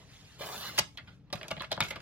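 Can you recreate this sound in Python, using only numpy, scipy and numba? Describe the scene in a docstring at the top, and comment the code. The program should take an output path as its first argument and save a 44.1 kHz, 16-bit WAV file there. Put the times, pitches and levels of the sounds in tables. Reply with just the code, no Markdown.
"""A paper trimmer on a craft table, heard from a phone held above it.
A low rumble and a faint rustle lie underneath from the start. After 0.4 s the blade carriage knocks
and hisses down its rail: fine grit rings it. It hits the end stop near 0.78 s. Then the plastic arm is
handled and clatters: short blows ring its body and arm and push the table.
A small room answers the slide and the knocks. Left and right differ in level and phase by frequency."""
import sys
import numpy as np
from scipy import signal
from scipy.fft import rfft, irfft
from scipy.io import wavfile
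from scipy.ndimage import uniform_filter1d
from numba import njit

SR = 44100
rng = np.random.default_rng(int(sys.argv[2]) if len(sys.argv) > 2 else 0)


def to_wav(sig):
    """Store sig (one row per channel, or 1-D mono) as 16-bit WAV at the path in sys.argv[1].

    Samples outside -1..1 are clipped; the rate is SR.
    """
    pcm = np.clip(np.atleast_2d(sig), -1, 1) * 32767
    pcm = np.round(pcm).astype(np.int16)
    wavfile.write(sys.argv[1], SR, pcm.T)  # frames by channels


N = 89037  # length in samples

# ways the table top vibrates: (f/Hz, strength/dB, time to fall by 60 dB/s)
TABLE_MODES = [(108.6, -1.5, 0.066), (130, -1.5, 0.077), (167.5, -0.5, 0.1), (211.6, -3, 0.098),
               (315, -9, 0.082)]


def undb(db):
    """Turn a level in dB into a gain."""
    return 10 ** (np.asarray(db) / 20)


def unit(x):
    """Scale to an rms (average strength) of 1."""
    return x / np.sqrt(np.mean(x ** 2))


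def colour(x, shape):
    """Filter by (Hz, dB) points; white noise keeps its rms."""
    hz, db = np.array(shape, float).T
    f = np.arange(len(x) // 2 + 1) * SR / len(x)
    gain = undb(np.interp(np.log(f + 1), np.log(hz), db, left=-60))
    return irfft(rfft(x) * unit(gain), len(x))


def ring(modes, spot_hz=None):
    """Sum of dying sine waves, one per mode, strongest near the pitch that the blow favours."""
    fall_db_per_oct = 4.5  # away from the favoured pitch
    focus_db, focus_oct = 5, 0.1  # extra strength right at it
    t = np.arange(SR // 5) / SR
    hz, db, t60 = np.array(modes).T[:, :, None]
    if spot_hz:
        away = np.abs(np.log2(hz / spot_hz))
        db = db - fall_db_per_oct * away + focus_db * np.exp(-(away / focus_oct) ** 2)
    sign = (-1.) ** np.arange(len(modes))[:, None]
    waves = sign * undb(db) * np.sin(2 * np.pi * hz * t)
    return np.sum(waves * 1000. 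** (-t / t60), axis=0)


def walk(rate):
    """Random curve with `rate` new values a second, smoothed; spread near 1."""
    k = int(SR / rate)
    steps = np.repeat(rng.standard_normal(N // k + 1), k)
    return unit(uniform_filter1d(uniform_filter1d(steps, k), k)[:N])


@njit
def band(x, hz, width):
    """Band-pass filter whose centre can move: two linked memories swing at the centre pitch."""
    y, band_memory, low_memory = np.empty(len(x)), 0., 0.
    for i in range(len(x)):
        g, k = np.tan(np.pi * hz[i] / SR), width / hz[i]
        v = (band_memory + g * (x[i] - low_memory)) / (1 + g * (g + k))
        band_memory = 2 * v - band_memory
        low_memory = low_memory + 2 * g * v
        y[i] = k * v
    return y


def knocks(blows, rise_ms, tap):
    """Each blow is a tap and a short chatter that ring body and arm, crack in the treble and push the table."""
    # ways the hollow body and the arm vibrate: (f/Hz, strength/dB, time to fall by 60 dB/s)
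    body_modes = [(368, -6.5, 0.046), (471, -5.5, 0.034), (547, 1.5, 0.023), (634, -2.5, 0.053),
                  (725, -3.5, 0.037), (865, -3, 0.04), (1016, -1.5, 0.024), (1163, 3.5, 0.028)]
    arm_modes = [(1410, -3.5, 0.021), (1652, -3, 0.02), (2013, -3.5, 0.02), (2174, -4, 0.036),
                 (2554, 5, 0.0069), (2892, -2.5, 0.02), (3254, 5, 0.0068), (3640, 2.5, 0.012),
                 (4010, 2.5, 0.01), (4530, 5.5, 0.0047), (5280, -6.5, 0.004)]
    # colour of the treble crack: (f/Hz, level per Hz/dB)
    crack_colour = [(1500, -40), (3500, -12), (5200, 0), (7000, -4), (9500, -5), (12000, -10), (15000, -21),
                    (17000, -30)]
    thud_lag_ms, thud_offset_db, body_offset_db, arm_offset_db, treble_offset_db = 3.7, -4, -4, -5.5, -3

    out = np.zeros((2, N + SR))
    ms = np.arange(SR // 8) / SR * 1000
    late = np.zeros(int(thud_lag_ms * SR / 1000))
    chance = rng.standard_normal((len(blows), len(ms)))
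    for blow, chatter in zip(blows, chance):
        s, db, thud_db, body_db, treble_db, body_hz, arm_hz, decay_ms = blow
        push = np.where(ms < rise_ms, ms / rise_ms, np.exp(-(ms - rise_ms) / decay_ms))
        force = push * chatter + tap * np.exp(-((ms - rise_ms) / 0.03) ** 2)
        late_push = np.r_[late, push][:len(ms)]
        # The filter smears both ways: shift the force, then cut what lies ahead of it.
        crack = colour(np.roll(force, 64), crack_colour)[64:]
        parts = [(late_push, ring(TABLE_MODES), thud_db + thud_offset_db),
                 (force, ring(body_modes, body_hz), body_db + body_offset_db),
                 (force, ring(arm_modes, arm_hz), arm_offset_db),
                 (crack, np.ones(1), treble_db + treble_offset_db)]
        i = int(s * SR - rise_ms * SR / 2000)  # start half a rise early
        for x, response, part_db in parts:
            y = signal.fftconvolve(x, response)
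            y = y / np.sqrt(np.max(uniform_filter1d(y ** 2, size=256)))  # loudest moment to 1
            out[:, i:i + len(y)] += undb(db + part_db) * y
    return out[:, :N]


def slide(t):
    """Fine grit under the carriage shakes the table, rings the rail and hisses in bands that drift and flicker."""
    # carriage on the rail: (t/s, table rumble/dB, rail ring/dB, pitch of the rail/Hz,
    # hiss at 1.5-2.5 kHz/dB, at 2.5-4.5 kHz/dB, at 4.5-7 kHz/dB, above/dB)
    travel = [(0.385, -80, -68, 623, -67, -62, -59, -80), (0.407, -58, -46, 600, -48.5, -46, -75, -64),
              (0.425, -72, -46.5, 654, -47, -47.5, -79, -57),
              (0.455, -53, -46, 696, -48.5, -48.5, -52.5, -57),
              (0.507, -72, -44.5, 715, -55, -50.5, -48.5, -54.5),
              (0.563, -53, -47, 900, -55.5, -43, -54.5, -56.5),
              (0.593, -58.5, -51.5, 1040, -61.5, -48.5, -50, -53.5),
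              (0.643, -60.5, -46, 1210, -68, -43, -66, -57),
              (0.671, -57, -54.5, 1230, -44.5, -40, -58.5, -54.5),
              (0.701, -54.5, -45, 1310, -58, -46, -61, -56.5),
              (0.717, -54, -59, 1170, -67, -52, -60.5, -66.5),
              (0.772, -53.5, -55, 990, -63.5, -44.5, -70, -60)]
    # resonances of the hiss, one row for each of its four bands: (f/Hz, ...)
    hiss_centres = [(1650, 2050, 2350), (2940, 3520, 4080), (4600, 5250, 6100, 6800),
                    (7600, 8500, 9500, 10500, 11700, 13000, 14500)]
    stop_ms, rail_width_hz = 5.2, 510
    flicker_db, drift_share = 3, .015
    tilt_db_per_oct = -8  # within a band
    width_share = 0.088  # width over centre

    s, table_db, rail_db, rail_hz, *hiss_db = np.array(travel).T
    rub = grit(rate=5000, spread_db=2.)

    def curve(db):
        """Gain over time, fading out quickly at the end stop."""
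        return undb(np.interp(t, np.r_[s, s[-1] + stop_ms / 1000], np.r_[db, -100], left=-120))

    hz = np.interp(t, s, rail_hz)
    rail = 0
    # pitch ratio, width ratio, level in dB
    for ratio, width, db in [(1.015, 0.5, -3), (1.1, 1.5, -12.0), (1.57, 0.2, -7.0), (0.66, 0.14, -14)]:
        tone = unit(band(rub, ratio * hz, rail_width_hz * width))
        rail = rail + undb(db + 0.89 * walk(28.6)) * tone
    table = unit(signal.fftconvolve(rub, ring(TABLE_MODES))[:N])
    out = curve(rail_db) * rail + curve(table_db) * table
    for centres, db in zip(hiss_centres, hiss_db):
        hiss = 0
        for c in centres:
            level_db = flicker_db * walk(36) + tilt_db_per_oct * np.log2(c / np.mean(centres))
            hiss = hiss + undb(level_db) * band(rub, c * (1 + drift_share * walk(5.7)), width_share * c)
        out = out + curve(db) * unit(hiss)
    return out


def grit(rate, spread_db):
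    """Dense tiny catches of uneven size over a little steady noise."""
    hits = (rng.random(N) < rate / SR) * undb(spread_db * rng.exponential(size=N))
    return unit(hits * rng.standard_normal(N) + 0.18 * rng.standard_normal(N))


def room(x):
    """Dying noise tails by band, different for each channel, after a short gap."""
    # echo of the room: (f/Hz, time to fall by 60 dB/s, level before a doubling/dB)
    echo_bands = [(143, 0.24, -12.5), (412, 0.18, -10), (1010, 0.22, -9.5), (2440, 0.14, -13),
                  (5100, 0.25, -18), (11060, 0.11, -35.5)]
    gap = np.zeros(int(4.1 * SR / 1000))  # 4.1 ms
    t = np.arange(SR // 2) / SR
    out = []
    for side in x:
        echo = 0
        for hz, t60, db in echo_bands:
            noise = band(rng.standard_normal(len(t)), hz + 0 * t, .9 * hz)
            tail = noise * 1000. ** (-t / t60)
            echo = echo + undb(db) * tail * np.sqrt(hz / SR / np.sum(tail ** 2))
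        out.append(signal.fftconvolve(side, np.r_[gap, 2 * echo])[:N])
    return np.array(out)


def rustle(t):
    """Faint rubbing of hand and paper: noise bands that swell on their own, partly alike in the two channels."""
    # course of the rustle before scaling: (t/s, level below 1.5 kHz/dB, level above/dB)
    swells = [(0, -53, -54), (.06, -54.5, -59), (.14, -71, -51), (0.239, -55, -54.5), (.32, -79, -51.5),
              (.39, -49, -55.5), (.8, -46, -44), (.9, -77, -62), (1.05, -57, -67.5), (1.149, -59, -66),
              (1.22, -65, -80), (1.3, -59, -99), (1.38, -46, -53), (1.47, -45.5, -62), (1.55, -56, -60),
              (1.64, -55, -48.5), (1.68, -54, -67), (1.75, -59, -52), (1.795, -41, -81), (1.87, -41, -49),
              (1.94, -52, -70), (2.02, -45, -65)]
    # its colour: (f/Hz, level per Hz/dB)
    rub_colour = [(300, 5), (700, 2), (1500, -2), (3500, 1), (6000, -4), (9500, -9), (12000, -19),
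                  (16500, -30)]
    s, low_db, high_db = np.array(swells).T
    shared, left, right = (colour(rng.standard_normal(N), rub_colour) for _ in range(3))
    out = 0
    for hz in (500., 1000., 2000., 4000., 8000., 13000.):
        db = np.interp(t, s, low_db if hz < 1500 else high_db) + 0.81 * walk(11.0)
        pair = [band(0.36 * shared + 0.07 * own, hz + 0 * t, 1.13 * hz) for own in (left, right)]
        out = out + undb(db) * np.array(pair)
    return out


def rumble(t):
    """Low rumble of the house: deep filtered noise, nearly the same in both channels."""
    # colour of the rumble: (f/Hz, level per Hz/dB)
    deep_colour = [(24, -46.5), (40, -9.5), (139, -2.5), (169, -5.5), (242, -17.5), (297, -12.5),
                   (344, -32.5), (442, -22.5), (600, -38.5), (780, -74.5), (1320, -120)]
    # its course: (t/s, level/dB)
    course = [(0.0, -57), (0.25, -58.5), (0.7, -56.5), (1.19, -55.5), (1.35, -61), (1.7, -52.5),
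              (2.02, -52.5)]
    s, db = np.array(course).T
    mid, side = (colour(rng.standard_normal(N), deep_colour) for _ in range(2))
    side = undb(-12) * side
    return undb(np.interp(t, s, db) + 0.43 * walk(7.77)) * np.array([mid + side, mid - side])


def smear(x):
    """A short random smear, new in each frame, makes left and right less alike."""
    # how unlike the channels become: (f/Hz, share of the power that differs between channels)
    unlike_share = [(400, 0), (2400, .45), (3800, .3), (6000, .7), (8200, 0), (9600, 0), (11500, .3),
                    (13800, 0)]
    decay_ms = 2.5
    f, _, frames = signal.stft(x, SR, nperseg=2048)
    ms = np.arange(2048)[:, None] / SR * 1000
    spray = rng.standard_normal((2, len(ms), frames.shape[2])) * np.exp(-ms / decay_ms)
    spray = spray / np.linalg.norm(spray, axis=1, keepdims=True)
    share = np.interp(f, *np.array(unlike_share).T)[:, None]
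    response = np.sqrt(1 - share) + np.sqrt(share) * rfft(spray, axis=1)
    return signal.istft(frames * response, SR, nperseg=2048)[1][:, :N]


def scene():
    """Near sounds with their room, over the background; left and right channels differ in level and phase."""
    # knocks of plastic on plastic, before the offsets of each part: (t/s, level/dB,
    # table thud re level/dB, hollow body re level/dB, treble re level/dB,
    # favoured pitch of body/Hz, favoured pitch of arm/Hz, decay/ms)
    hard_blows = [(0.408, -39, -32, 3.5, -23, 540, 4230, 5), (0.4205, -38.5, -31, 0.5, -9, 1220, 3970, 9.6),
                  (0.7797, -20.5, -21, -12.5, -20, 1100, 2160, 4.6),
                  (0.7852, -20, -25, -18.5, -6, 1254, 3250, 4.3),
                  (0.788, -15, -20.5, -9.5, -2.5, 860, 2920, 1.5),
                  (0.7928, -17, -32, -12.5, -4, 1175, 4440, 3.5),
                  (0.8088, -42.5, 4, -21, -9, 668, 3625, 13),
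                  (0.973, -33.5, -30.5, -17, -15.5, 1040, 3400, 7.9),
                  (0.9833, -37, -29, -14, -27.5, 638, 1950, 12),
                  (1.3015, -49, -18.5, -6, -16.5, 797, 3270, 5),
                  (1.3272, -26.5, -21, -3.5, -9, 572, 4180, 9), (1.3363, -35, 1, 0, -4, 560, 3700, 3),
                  (1.3551, -36, -41.5, -31, -9.5, 674, 1690, 5.2),
                  (1.3758, -44.5, -4, -10, -13, 620, 1380, 4.5),
                  (1.4116, -34.5, -19.5, -8.5, -25, 665, 1960, 6),
                  (1.4304, -35, -14, -7.5, -10, 634, 2290, 2.4),
                  (1.4818, -37.5, -32, -7.5, -2, 607, 3640, 3.3),
                  (1.5125, -29, -7, -2.5, -10.5, 592, 2880, 3.1), (1.528, -43, -8, -4, -9, 860, 1840, 1.9),
                  (1.566, -36, -3.5, -6, -24, 641, 2870, 1.9),
                  (1.5966, -36, -8.5, -26, -40, 693, 3800, 2.8),
                  (1.6049, -30.5, -55, -4, -32, 990, 3250, 7.2),
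                  (1.6194, -32, -33, -11.5, -10, 630, 1320, 2.5),
                  (1.6432, -36.5, -35, -15, -34, 633, 2410, 7), (1.716, -21, -36, -6, -13, 668, 4220, 5.4),
                  (1.7262, -21, -24.5, -12.5, -13.5, 563, 3840, 3),
                  (1.7664, -43, 6, -8, -10, 904, 3800, 1.2), (1.7755, -31.5, -30, 0, -34, 999, 1400, 1.5),
                  (1.8045, -15.5, -14, -13, -9.5, 840, 2500, 2.5),
                  (1.813, -21, -23, -17, -25, 940, 3600, 2.5),
                  (1.8239, -22.5, -29, -15.5, -17, 846, 3180, 4.4),
                  (1.848, -35.5, -30, -14, -23, 730, 1420, 7), (1.8836, -41, -30, -20, -1, 706, 2130, 12),
                  (2.0028, -43.5, -9, -27, -9, 711, 1340, 4.5)]
    # scuffs, which rise more slowly and have no tap; same columns
    soft_blows = [(0.778, -20.5, -26, -12, -7.5, 1100, 2080, 4.2),
                  (0.9485, -66.5, -15, 8, -21, 716, 1400, 8), (1.073, -47, -18.5, -10, -20, 856, 1473, 29),
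                  (1.4388, -45.5, -24, -3, -16, 620, 1730, 18.3),
                  (1.5062, -30, -21.5, -2.5, -16.5, 615, 1300, 9.2),
                  (1.5743, -41, -20.5, -4, -37, 655, 1920, 4.9),
                  (1.6314, -38.5, -10, -4, -37, 630, 1420, 5.9),
                  (1.7074, -40, -30.5, -0.5, -50, 686, 3800, 16),
                  (1.833, -35.5, -31, -18, -6, 867, 1300, 28),
                  (1.9042, -27, -16, -11, -13.5, 466, 2086, 8.7),
                  (1.9244, -41, -40, -7, -46, 860, 1490, 15),
                  (1.9569, -36, -3.5, -3, -15.5, 605, 1260, 9.1)]
    # level of left over right channel: (f/Hz, level/dB)
    channel_levels = [(60, -3.5), (110, 4.5), (200, 0.5), (380, 4.5), (700, 1.0), (1290, 0), (2380, -2.5),
                      (4400, -1), (8120, -1.5), (15000, -1.8)]
    # phase of left over right channel: (f/Hz, phase/radians)
    channel_phases = [(0, 0), (860, -.45), (1720, -.4), (2200, -1.), (3400, -1.6), (5000, -2), (6800, -3.9),
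                      (8200, -3.14), (9600, -3.1), (11000, -2.1), (12800, -.4), (13800, 0)]

    t = np.arange(N) / SR
    near = knocks(hard_blows, rise_ms=.8, tap=4.) + knocks(soft_blows, rise_ms=6., tap=0) + slide(t)
    out = near + room(near) + rustle(t) + rumble(t)
    f = np.arange(N // 2 + 1) * SR / N
    hz, db = np.array(channel_levels).T
    # Each channel takes half of the difference, in opposite directions.
    level = undb(np.interp(np.log(f + 1), np.log(hz), db) / 2)
    tilt = level * np.exp(.5j * np.interp(f, *np.array(channel_phases).T))
    return irfft(rfft(smear(out)) * np.array([tilt, 1 / tilt]), N)


def record(dry):
    """The phone drops the deepest bass (below 45 Hz) and cuts the top (above 16 kHz)."""
    dry = signal.sosfilt(signal.butter(3, 45, "high", fs=SR, output="sos"), dry)
    return signal.sosfilt(signal.ellip(10, .2, 80, 16000, fs=SR, output="sos"), dry)


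dry = scene()
out = record(dry)
to_wav(out)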